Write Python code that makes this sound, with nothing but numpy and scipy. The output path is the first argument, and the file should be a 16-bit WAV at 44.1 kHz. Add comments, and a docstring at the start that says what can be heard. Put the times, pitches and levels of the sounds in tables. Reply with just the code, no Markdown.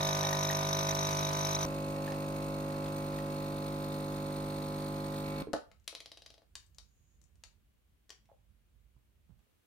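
"""A capsule coffee machine in a quiet room, heard from a hand-held stereo microphone.
The mains-driven piston pump buzzes its plastic housing, rattling hard at first and softer from 1.65 s,
while drops plop into the cup. At 5.4 s the pump stops; a lever clunks home and rocks to rest.
Plastic parts tick, escaping pressure whistles faintly, and a few dull knocks sound over the
microphone's low rumble and hiss."""
import sys
import numpy as np
from scipy import signal
from scipy.fft import rfft, irfft
from scipy.io import wavfile

SR = 44100
rng = np.random.default_rng(int(sys.argv[2]) if len(sys.argv) > 2 else 0)


def digitize_waveform(pressure):
    """Quantize a signal to 16-bit integers and store it at the path in sys.argv[1].

    Rows of a 2-D input are taken as channels; values are limited to [-1, 1].
    """
    field = np.atleast_2d(pressure).T
    bounded = np.clip(field, -1, 1)
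    quanta = np.round(bounded * 32767).astype(np.int16)
    wavfile.write(sys.argv[1], SR, quanta)


N = 426094
TIME, HZ = np.arange(N) / SR, np.fft.rfftfreq(N, 1 / SR)
MAINS_HZ, SOFTER_S, STOP_S = 50.015, 1.653, 5.424


def hard_pump():
    """The pump's first stage: the piston strikes hard and the housing rattles brightly."""
    # mains overtones: multiple, start_db, end_db, pan_db, left_lead_rad
    overtones = [(1, -51, -52, 1, -0.4), (2, -45, -46, -8, 0.2), (3, -36, -36, 0, -0.1),
                 (4, -49, -49, 2, 0.3), (5, -51, -50, -1, -0.3), (6, -48, -47, -1, 0.0),
                 (7, -54, -51, -5, -0.4), (8, -46, -47, -3, 0.3), (9, -58, -57, 0, 0.1),
                 (10, -52, -60, 0, -0.0), (11, -42, -44, -2, -0.2), (12, -48, -56, -4, -0.2),
                 (13, -40, -42, -3, -0.3), (14, -50, -53, 3, -0.0), (15, -46, -53, -2, -0.9),
                 (16, -55, -54, -12, -1.5), (17, -50, -52, 7, 2.3), (18, -44, -45, -5, -1.8),
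                 (19, -47, -53, -12, 1.9), (20, -45, -48, -8, 0.1), (21, -51, -52, 2, 2.1),
                 (22, -40, -41, -1, 3.1), (23, -45, -47, -2, 3.1), (24, -48, -53, -10, 0.6),
                 (25, -57, -54, -3, 1.7), (26, -55, -55, 1, 1.6), (27, -54, -55, 0, 1.8),
                 (28, -57, -59, -2, 2.9), (29, -56, -57, -5, 1.4), (30, -54, -56, -6, 1.4),
                 (31, -57, -57, 11, -1.4), (32, -60, -64, 2, -3.1)]
    # stroke noise: frequency_hz, density_db
    colour = [(24, -53.5), (40, -16), (147, -13.5), (243, -16), (402, -17.5), (491, -17.5), (646, -17.5),
              (715, -19.5), (3220, -20.5), (5870, -20.5), (7540, -28.5), (12100, -31.5), (16000, -44)]
    # rattling parts: pitch_hz, width_hz, delay_s, decay_s, pan_db
    parts = [(1850, 300, .014, .005, -2), (2350, 400, .014, .006, 0), (3800, 130, 0, .002, 2),
             (3950, 150, .015, .002, 2), (5270, 130, .001, .002, 3), (5760, 90, .0005, .002, 3),
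             (5970, 100, .001, .003, 3), (6470, 90, .005, .002, 4), (9100, 400, .0005, .003, 5),
             (11800, 300, .001, .0015, 6), (14000, 1500, .001, .003, 6)]
    # loudness of each part: rms_db, change_over_stage_db
    levels = [(-52.5, -5.5), (-48.5, -0.5), (-44.5, -3), (-52.5, 3.5), (-51.5, -4), (-44, -1), (-46.5, 4.1),
              (-51, -1), (-59, -1), (-53, -0.5), (-62, -3.5)]
    t, strike = TIME[:round(SOFTER_S * SR)], .36   # strike: place in the mains cycle, 0-1
    buzz = piston_buzz(t, overtones, delay=.328, recoil=.275, smear_rad=-.03, phase_rad=1.03, waver_db=.25)
    hiss = stroke_hiss(t, strike, colour, rms_db=-46, decay_s=.016, steady=.15)
    rattle = rattles(t, strike, parts, levels, uneven_db=.8, repeat=6, firmness=.26)
    return add(np.zeros((2, N)), 0, buzz + hiss + rattle)


def soft_pump():
    """The pump's second stage: the buzz carries on with less rattle and a steadier hiss."""
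    # mains overtones: multiple, start_db, end_db, pan_db, left_lead_rad
    overtones = [(1, -53, -54, 2, -0.3), (2, -50, -51, -8, 0.3), (3, -39, -40, 0, -0.1),
                 (4, -46, -45, 1, 0.2), (5, -44, -44, 0, -0.0), (6, -43, -44, 0, 0.2),
                 (7, -48, -48, -3, -0.2), (8, -51, -51, -4, 0.3), (9, -55, -51, 0, 0.1),
                 (10, -51, -59, 1, 0.0), (11, -40, -43, -1, -0.0), (12, -50, -58, -2, -0.2),
                 (13, -52, -60, -1, -0.3), (14, -52, -54, 1, -0.8), (15, -60, -61, -4, -0.3),
                 (16, -64, -64, -5, -0.4), (17, -53, -52, -7, 0.3), (18, -53, -55, -2, -2.6),
                 (19, -57, -60, -10, 2.6), (20, -61, -60, -9, 0.2), (21, -51, -51, -4, 2.3),
                 (22, -48, -55, -1, 2.4), (23, -70, -72, -8, 0.6), (24, -61, -57, 2, 1.4),
                 (25, -63, -74, 2, 0.8), (26, -65, -65, -1, -0.8), (27, -62, -60, -9, -2.2),
                 (28, -68, -68, 7, 1.7), (29, -65, -71, 1, 0.6), (30, -72, -80, -2, -1.9),
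                 (31, -67, -68, -2, 1.8), (32, -68, -71, 6, -2.9)]
    # stroke noise: frequency_hz, density_db
    colour = [(24, -49.5), (40, -12), (151, -19.5), (305, -14.5), (491, -17), (542, -10), (770, -24.5),
              (852, -24), (2050, -23.5), (3100, -32.5), (4240, -27.5), (5870, -36), (13800, -42.5),
              (16000, -76.5)]
    # rattling parts: pitch_hz, width_hz, delay_s, decay_s, pan_db
    parts = [(1200, 500, .004, .006, -1), (2290, 200, .001, .008, -1), (2620, 200, .001, .005, 0),
             (3760, 200, .0005, .003, 0), (4260, 250, .004, .005, 0), (5420, 150, .001, .006, 0),
             (6610, 300, .001, .006, 1), (8000, 400, .005, .006, 2), (8900, 350, .0062, .006, 2),
             (13500, 1800, .0005, .01, 4)]
    # loudness of each part: rms_db, change_over_stage_db
    levels = [(-60, -0.5), (-61.5, -3.5), (-61.5, -10), (-62.5, 4.5), (-59, 3.5), (-71, 0.5), (-66, -5.3),
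              (-70.5, -2), (-62.5, .1), (-62, -0.8)]
    t, strike = TIME[round(SOFTER_S * SR):round(STOP_S * SR)], .92
    buzz = piston_buzz(t, overtones, delay=.266, recoil=.575, smear_rad=.075, phase_rad=1.37, waver_db=.1)
    hiss = stroke_hiss(t, strike, colour, rms_db=-51, decay_s=.018, steady=.82)
    rattle = rattles(t, strike, parts, levels, uneven_db=.6, repeat=10, firmness=.13)
    return add(np.zeros((2, N)), SOFTER_S, buzz + hiss + rattle)


def piston_buzz(t, overtones, delay, recoil, smear_rad, phase_rad, waver_db):
    """Mains overtones line up as a smeared blow and its recoil; delay and recoil are in cycles."""
    along, out = (t - t[0]) / (t[-1] - t[0]), 0
    for k, start_db, end_db, pan_db, lead_rad in overtones:
        phase = 2 * np.pi * k * (MAINS_HZ * t - delay) + smear_rad * k * k + phase_rad
        phase += np.angle(1 - .85 * np.exp(-2j * np.pi * k * recoil))   # return blow, opposite in sign
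        level_db = start_db + (end_db - start_db) * along + waver_db * np.sqrt(k) * drift(22)[:len(t)]
        tone = np.cos(phase + np.array([[.5], [-.5]]) * lead_rad)
        out = out + panned(amp(level_db) * tone, pan_db)
    return out


def stroke_hiss(t, strike, colour, rms_db, decay_s, steady):
    """Noise pulsed by each piston stroke, over a steady share that never stops."""
    # how alike left and right are: frequency_hz, correlation
    likeness = [(60, 1), (180, 1), (550, 0.55), (1650, 0.071), (4970, 0.62), (15000, -0.73)]
    # left over right: frequency_hz, pan_db
    balance = [(60, 6.5), (180, 4), (550, -3.5), (1650, 1), (4970, -4), (15000, 20)]
    noise = coloured(colour, at_hz(likeness, HZ), at_hz(balance, HZ))[:, :len(t)]
    return amp(rms_db) * rms_one(noise * (steady + bursts(t, strike, decay_s, uneven_db=2)))


def rattles(t, strike, parts, levels, uneven_db, repeat, firmness):
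    """Each stroke shakes the plastic parts, and each part rings around its own pitch."""
    # strokes that barely rattle the parts: time_s
    weak_strokes = [.935, 1.315, 1.575]
    strength_db = 1.5 * rng.standard_normal(600)   # one per stroke; parts below 4 kHz follow it less
    strength_db[(np.array(weak_strokes) * MAINS_HZ - strike).astype(int) + 2] = -15
    from_middle, out = np.linspace(-.5, .5, len(t)), 0
    cycle_sample = (t * MAINS_HZ % 1 / MAINS_HZ * SR).astype(int)
    for (hz, width_hz, delay_s, decay_s, pan_db), (rms_db, change_db) in zip(parts, levels):
        recurring = repeat * np.exp(-(hz / 3200) ** 2) * rng.standard_normal(900)[cycle_sample]
        # every stroke rings the part as firmly, in a new phase and a little off pitch
        stroke = np.floor((t - delay_s) * MAINS_HZ - strike).astype(int) + 2
        phase = 2 * np.pi * rng.random(600)[stroke]
        pitch_hz = hz + .2 * width_hz * rng.standard_normal(600)[stroke]
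        tone_gain = firmness * min(hz / 3000, 1) ** 4 * np.sqrt(min(width_hz, 250) / 100)
        tone = tone_gain * np.cos(2 * np.pi * pitch_hz * t + phase)
        shared = recurring + tone + rng.standard_normal(len(t))
        shaking = np.array([shared, np.roll(shared, round(SR / hz / 4))])   # right: a quarter wave late
        shaking += .97 * rng.standard_normal((2, len(t)))
        shaking *= bursts(t, strike + delay_s * MAINS_HZ, decay_s, uneven_db * min(hz / 4500, 1) ** 2)
        # parts near 2.4 kHz rattle harder just before the stop
        rougher_db = 8 * (t > 5.24) * np.exp(-(hz / 2400 - 1) ** 2 * 10)
        slow_db = change_db * from_middle + .66 * drift(2.8)[:len(t)]
        shaking *= amp(strength_db[stroke] * min(hz / 4000, 1) + slow_db + rougher_db)
        out = out + panned(amp(rms_db) * rms_one(ring(shaking, hz, 2.2 / width_hz)), pan_db)
    return out


def drops():
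    """Each drop makes a splat and a short rising bubble, answered by the air in the cup."""
    # drops into the cup: start_s, bubble_db, bubble_hz, cup_re_bubble_db, splat_re_bubble_db
    falls = [(0.0864, -52.5, 1930, 11, -8.5), (0.2369, -39, 1760, -0.5, 6), (0.3277, -32.5, 1820, -9, -6.5),
             (0.4998, -31, 1830, -13, -6), (0.6194, -47.5, 2230, 1, 9), (0.8909, -41, 1900, -4.5, -2),
             (1.4436, -46.5, 2160, 2, -13), (1.9594, -53, 1840, 5, 2), (2.0777, -37.5, 1710, -4, -1),
             (2.1201, -41, 1800, -4, 6.5), (2.7, -52, 1830, -6, -2), (2.859, -55, 1850, -8, 15),
             (3.13, -50, 1850, -12, 4), (3.187, -47.5, 1840, -9, 5), (3.995, -53, 1830, -6, -2)]
    # spray of a drop: frequency_hz, density_db
    spray = [(500, -33.5), (900, -7.5), (2000, -3.5), (3400, -4.5), (6000, -14), (12000, -30.5)]
    t, out = np.arange(2000) / SR, np.zeros((2, N))
    for start_s, level_db, hz, cup_db, splat_db in falls:
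        bubble = np.sin(2 * np.pi * hz * t * (1 + 4 * t)) * t / .0016 * np.exp(1 - t / .0016)
        cup_hz = 833 + 50 * rng.standard_normal()
        cup = np.sin(2 * np.pi * cup_hz * t) * t / .006 * np.exp(1 - t / .006)
        splat = crack(spray, decay_s=.0032)[:len(t)]
        plop = bubble + amp(cup_db) * cup + amp(splat_db) * splat
        add(out, start_s, panned(amp(level_db) * plop, 0))
    return out


def lever():
    """Each contact is a dry crack, much alike from hit to hit, and a push into the housing's modes."""
    # lever clunking home: start_s, level_db, body_re_level_db, pan_db, snap_re_usual_db
    clunks = [(5.532, -33.5, 2, 11, 29), (5.5363, -38, 17, -1, 4.5), (5.548, -54.5, 14.5, -15, 1),
              (5.5629, -58.5, 0.5, -37, 4.5), (5.877, -26.5, -23, 4.5, 29.5), (5.9279, -55, 10.5, -1, -1)]
    # lever rocking to rest: start_s, level_db
    rocking = [(5.95, -30.5), (6.0034, -35), (6.0586, -37.5), (6.1167, -38.5), (6.1723, -39.5),
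               (6.22, -44.5), (6.261, -41), (6.3029, -45.5), (6.3405, -49.5), (6.379, -56), (6.4188, -64)]
    # the dry crack: frequency_hz, density_db
    crack_colour = [(100, -55), (600, -20), (1500, -17), (2600, -6), (3400, -6), (3900, 2), (4300, -4),
                    (4800, 2), (5600, -10), (7000, -13), (8000, -20), (11000, -21), (15000, -42)]
    # bright edge of a hard contact: frequency_hz, density_db
    snap_colour = [(2000, -31), (6000, -3), (10000, -6.5), (13000, -13), (16000, -25)]
    # damped modes of the housing: pitch_hz, level_db, t60_s
    modes = [(310, -7, .04), (440, -5, .035), (565, 0, .035), (673, -2, .03), (855, -5, .022),
             (1190, -7, .02), (1476, -8, .014), (1740, -9, .014)]
    out, usual_crack = np.zeros((2, N)), crack(crack_colour, decay_s=.0012)
    push = np.pad(np.hanning(12), (0, 3988))
    # while the lever rocks, the housing's ring falls 19.5 dB a second
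    rocks = [(s, db, -49.5 - 19.5 * (s - rocking[0][0]) - db, 2.5, -16) for s, db in rocking]
    for start_s, level_db, body_db, pan_db, snap_db in clunks + rocks:
        tick = .68 * usual_crack + .61 * crack(crack_colour, decay_s=.00363)
        snap = amp(snap_db - 34.5) * crack(snap_colour, decay_s=.0015)
        body = sum(amp(db + rng.normal(0, .88)) * rng.choice([-1, 1]) * ring(push, hz, t60_s)
                   for hz, db, t60_s in modes)
        contact = tick + snap + amp(body_db) * peak_one(body)
        add(out, start_s, panned(amp(level_db) * contact, pan_db))
    return out


def plastic_ticks():
    """Plastic parts tick: milliseconds of crackle, broadly coloured around each tick's brightness."""
    # ticks: start_s, peak_db, brightness_hz, pan_db, body_db
    ticks = [(5.715, -48.5, 2480, 6, 10.5), (5.7977, -68, 6560, 9, -8), (5.842, -68, 4720, 10.5, -26),
             (6.5538, -33, 4050, 5, -8.5), (6.6635, -65, 8000, 17.5, -10), (6.7466, -56.5, 6910, 13, -11.5),
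             (6.7839, -38.5, 3970, 5.5, -9.5), (7.215, -59.5, 6800, 13.5, -16),
             (7.2389, -58.5, 7000, 14.5, -15), (7.3552, -63.5, 8770, 7, -4), (7.437, -40, 4540, 5.5, -5),
             (8.0934, -48, 6610, 11, -3), (8.103, -37.5, 6450, 3, -1), (8.1274, -55, 6220, -13, 6),
             (8.2556, -64, 2500, 0.1, -6), (9.298, -75, 1200, -2, 12), (9.392, -69, 1670, -5.5, 7)]
    out = np.zeros((2, N))
    for start_s, peak_db, hz, pan_db, body_db in ticks:
        colour = [(100, -50), (400, body_db - 4), (hz * .57, body_db), (hz, 0),
                  (max(hz * 1.13, 7300), -5), (9300, -13.5), (15500, -28.5)]
        add(out, start_s, panned(amp(peak_db) * crack(colour, decay_s=.0017), pan_db))
    return out


def dull_knocks():
    """Soft puffs of noise ring briefly at a low pitch."""
    # knocks: start_s, peak_db, pitch_hz, pan_db
    knocks = [(5.471, -33.5, 430, -2), (5.484, -37, 292, 0), (5.494, -47, 246.7, -1.5),
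              (8.29, -60, 710, -2), (8.297, -60, 800, -10), (8.315, -53.5, 561, 3), (8.965, -57.5, 125, -9),
              (9.293, -59.5, 176, -15), (9.305, -62.5, 130, -16.5), (9.466, -72, 500, -6.5)]
    t, out = np.arange(4000) / SR, np.zeros((2, N))
    for start_s, peak_db, hz, pan_db in knocks:
        puff = rng.standard_normal(len(t)) * t * np.exp(-t / .00063)
        add(out, start_s, panned(amp(peak_db) * peak_one(ring(puff, hz, 18 / hz)), pan_db))
    return out


def pressure_whistle():
    """Escaping pressure whistles faintly in a narrow band of noise."""
    # swell and fade of the whistle: time_s, level_db
    swell = [(6.75, -110), (6.85, -84), (7.14, -80), (7.3, -105)]
    whistle = rms_one(ring(rng.standard_normal((2, N)), hz=6740, t60_s=.0091))
    return amp(np.interp(TIME, *np.transpose(swell))) * whistle


def high_hiss(start_s=6.555, level_db=-81, t60_s=1.5):
    """A faint high hiss dies away after the loudest tick."""
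    hiss = rms_one(ring(rng.standard_normal((2, N)), hz=13500, t60_s=.0012))
    return hiss * amp(level_db - 60 * (TIME - start_s).clip(0) / t60_s) * (TIME > start_s)


def room(x):
    """The room's diffuse tail: noise dying octave by octave, unrelated in the two channels."""
    # reverberation time: frequency_hz, t60_s
    decay = [(140, 0.19), (1000, 0.3), (4000, 0.241), (12000, 0.23)]
    t, edges_hz, tail = np.arange(22000) / SR, 100 * 2. ** np.arange(8), 0
    for low, high in zip(edges_hz, edges_hz[1:]):
        octave = signal.butter(2, [low, high], "band", fs=SR, output="sos")
        band = signal.sosfilt(octave, rng.standard_normal((2, len(t))))
        tail = tail + band * amp(-60 * t / at_hz(decay, np.sqrt(low * high)))
    tail *= 1 - np.exp(-t / .0017)
    tail /= np.linalg.norm(tail, axis=1, keepdims=True)
    return signal.fftconvolve(x, tail, axes=1)[:, :N]


def handling_rumble():
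    """The held microphone rumbles in uneven lumps, heard once the pump has stopped."""
    # course of the rumble: time_s, level_db, pan_db
    course = [(5.45, -69, -1), (5.7, -69, -5.5), (6.15, -70.5, -6), (6.8, -68, -5.5), (7.55, -67.5, -8),
              (7.95, -75, -3), (8.1, -70.5, -0.5), (8.7, -68.5, -7.5), (9.2, -71.5, -4), (9.32, -62.5, -12),
              (9.5, -73, -4), (9.66, -80, -5)]
    # rumble spectrum: frequency_hz, density_db
    colour = [(12, -51), (20, -20), (32, -10), (53, 13), (187, -8.5), (218, -5), (245, -23.5), (600, -28),
              (780, -39), (1320, -120)]
    time_s, level_db, pan_db = np.transpose(course)
    level_db = np.interp(TIME, time_s, level_db) + 2.5 * drift(20)
    pan_db = np.interp(TIME, time_s, pan_db) + 2.5 * drift(20)
    return panned(amp(level_db) * coloured(colour, likeness=.64), pan_db) * (TIME > STOP_S)


def microphone_hiss(level_db=-79, step_s=9.39, rise_db=2):
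    """A quiet background hiss that steps up slightly near the end."""
    # hiss spectrum: frequency_hz, density_db
    colour = [(150, -20), (250, 0), (775, -12), (1060, -12), (1500, -12), (1950, -13), (2910, -12.5),
              (5160, -20), (16000, -18.5)]
    return amp(level_db + rise_db * (TIME > step_s)) * coloured(colour, likeness=.029)


def bursts(t, strike, decay_s, uneven_db):
    """An envelope that swells once a mains cycle and dies; each stroke has its own strength."""
    cycles = t * MAINS_HZ - strike
    age_s = cycles % 1 / MAINS_HZ
    strength = amp(uneven_db * rng.standard_normal(600))[np.floor(cycles).astype(int) + 2]
    return strength * (1 - np.exp(-age_s / .002)) ** 2 * np.exp(-age_s / decay_s)


def crack(colour, decay_s):
    """A short burst of coloured noise with a faint tail; peak 1."""
    t = np.arange(4000) / SR
    gain = amp(at_hz(colour, np.fft.rfftfreq(len(t), 1 / SR)))
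    noise = irfft(rfft(rng.standard_normal(len(t))) * gain)
    attack = (1 - np.exp(-t / .00028)) ** 2
    return peak_one(noise * attack * (np.exp(-t / decay_s) + .12 * np.exp(-t / .0097)))


def coloured(colour, likeness, pan_db=0):
    """Stereo noise of a given spectrum and left-right likeness; rms 1."""
    mid, side = rfft(rng.standard_normal((2, N)))
    both = np.sqrt(1 + likeness) * mid + np.sqrt(1 - likeness) * side * [[1], [-1]]
    return rms_one(irfft(panned(both * amp(at_hz(colour, HZ)), pan_db), N))


def ring(x, hz, t60_s):
    """A damped resonance: a unit click sets a sine of height 1 ringing."""
    r, w = amp(-60 / (t60_s * SR)), 2 * np.pi * hz / SR
    return signal.lfilter([0, np.sin(w)], [1, -2 * r * np.cos(w), r * r], x + 1e-18)


def drift(rate_hz):
    """A slow wander: random points of spread 1 joined by straight lines."""
    return np.interp(TIME * rate_hz, np.arange(2000), rng.standard_normal(2000))


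def at_hz(points, hz):
    """A curve's value at hz, on a log frequency axis."""
    points_hz, values = np.transpose(points)
    return np.interp(np.log(hz + 1), np.log(points_hz), values)


def panned(x, pan_db):
    """Stereo with the left channel pan_db above the right."""
    return amp(np.multiply.outer([.5, -.5], pan_db)).reshape(2, -1) * x


def add(out, start_s, sound):
    """Mix a sound into out at start_s."""
    i = round(start_s * SR)
    out[:, i:i + sound.shape[1]] += sound[:, :N - i]
    return out


def amp(db):
    return 10 ** (np.asarray(db) / 20)


def rms_one(x):
    return x / np.sqrt(np.mean(x ** 2) + 1e-20)


def peak_one(x):
    return x / abs(x).max()


def scene():
    """The machine and its room, as they reach the microphone."""
    hard, soft = hard_pump(), soft_pump()
    hits = drops() + lever() + plastic_ticks() + dull_knocks()
    lingering_buzz = amp(-10.5) * room(soft) * (TIME > STOP_S)
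    machine = hard + soft + lingering_buzz + hits + amp(-5) * room(hits)
    return machine + handling_rumble() + pressure_whistle() + high_hiss() + microphone_hiss()


def record(dry):
    """The recorder cuts the top steeply: 60 dB down from 16.46 kHz."""
    return signal.sosfilt(signal.cheby2(16, 60, 16460, fs=SR, output="sos"), dry)


dry = scene()
out = record(dry)
digitize_waveform(out)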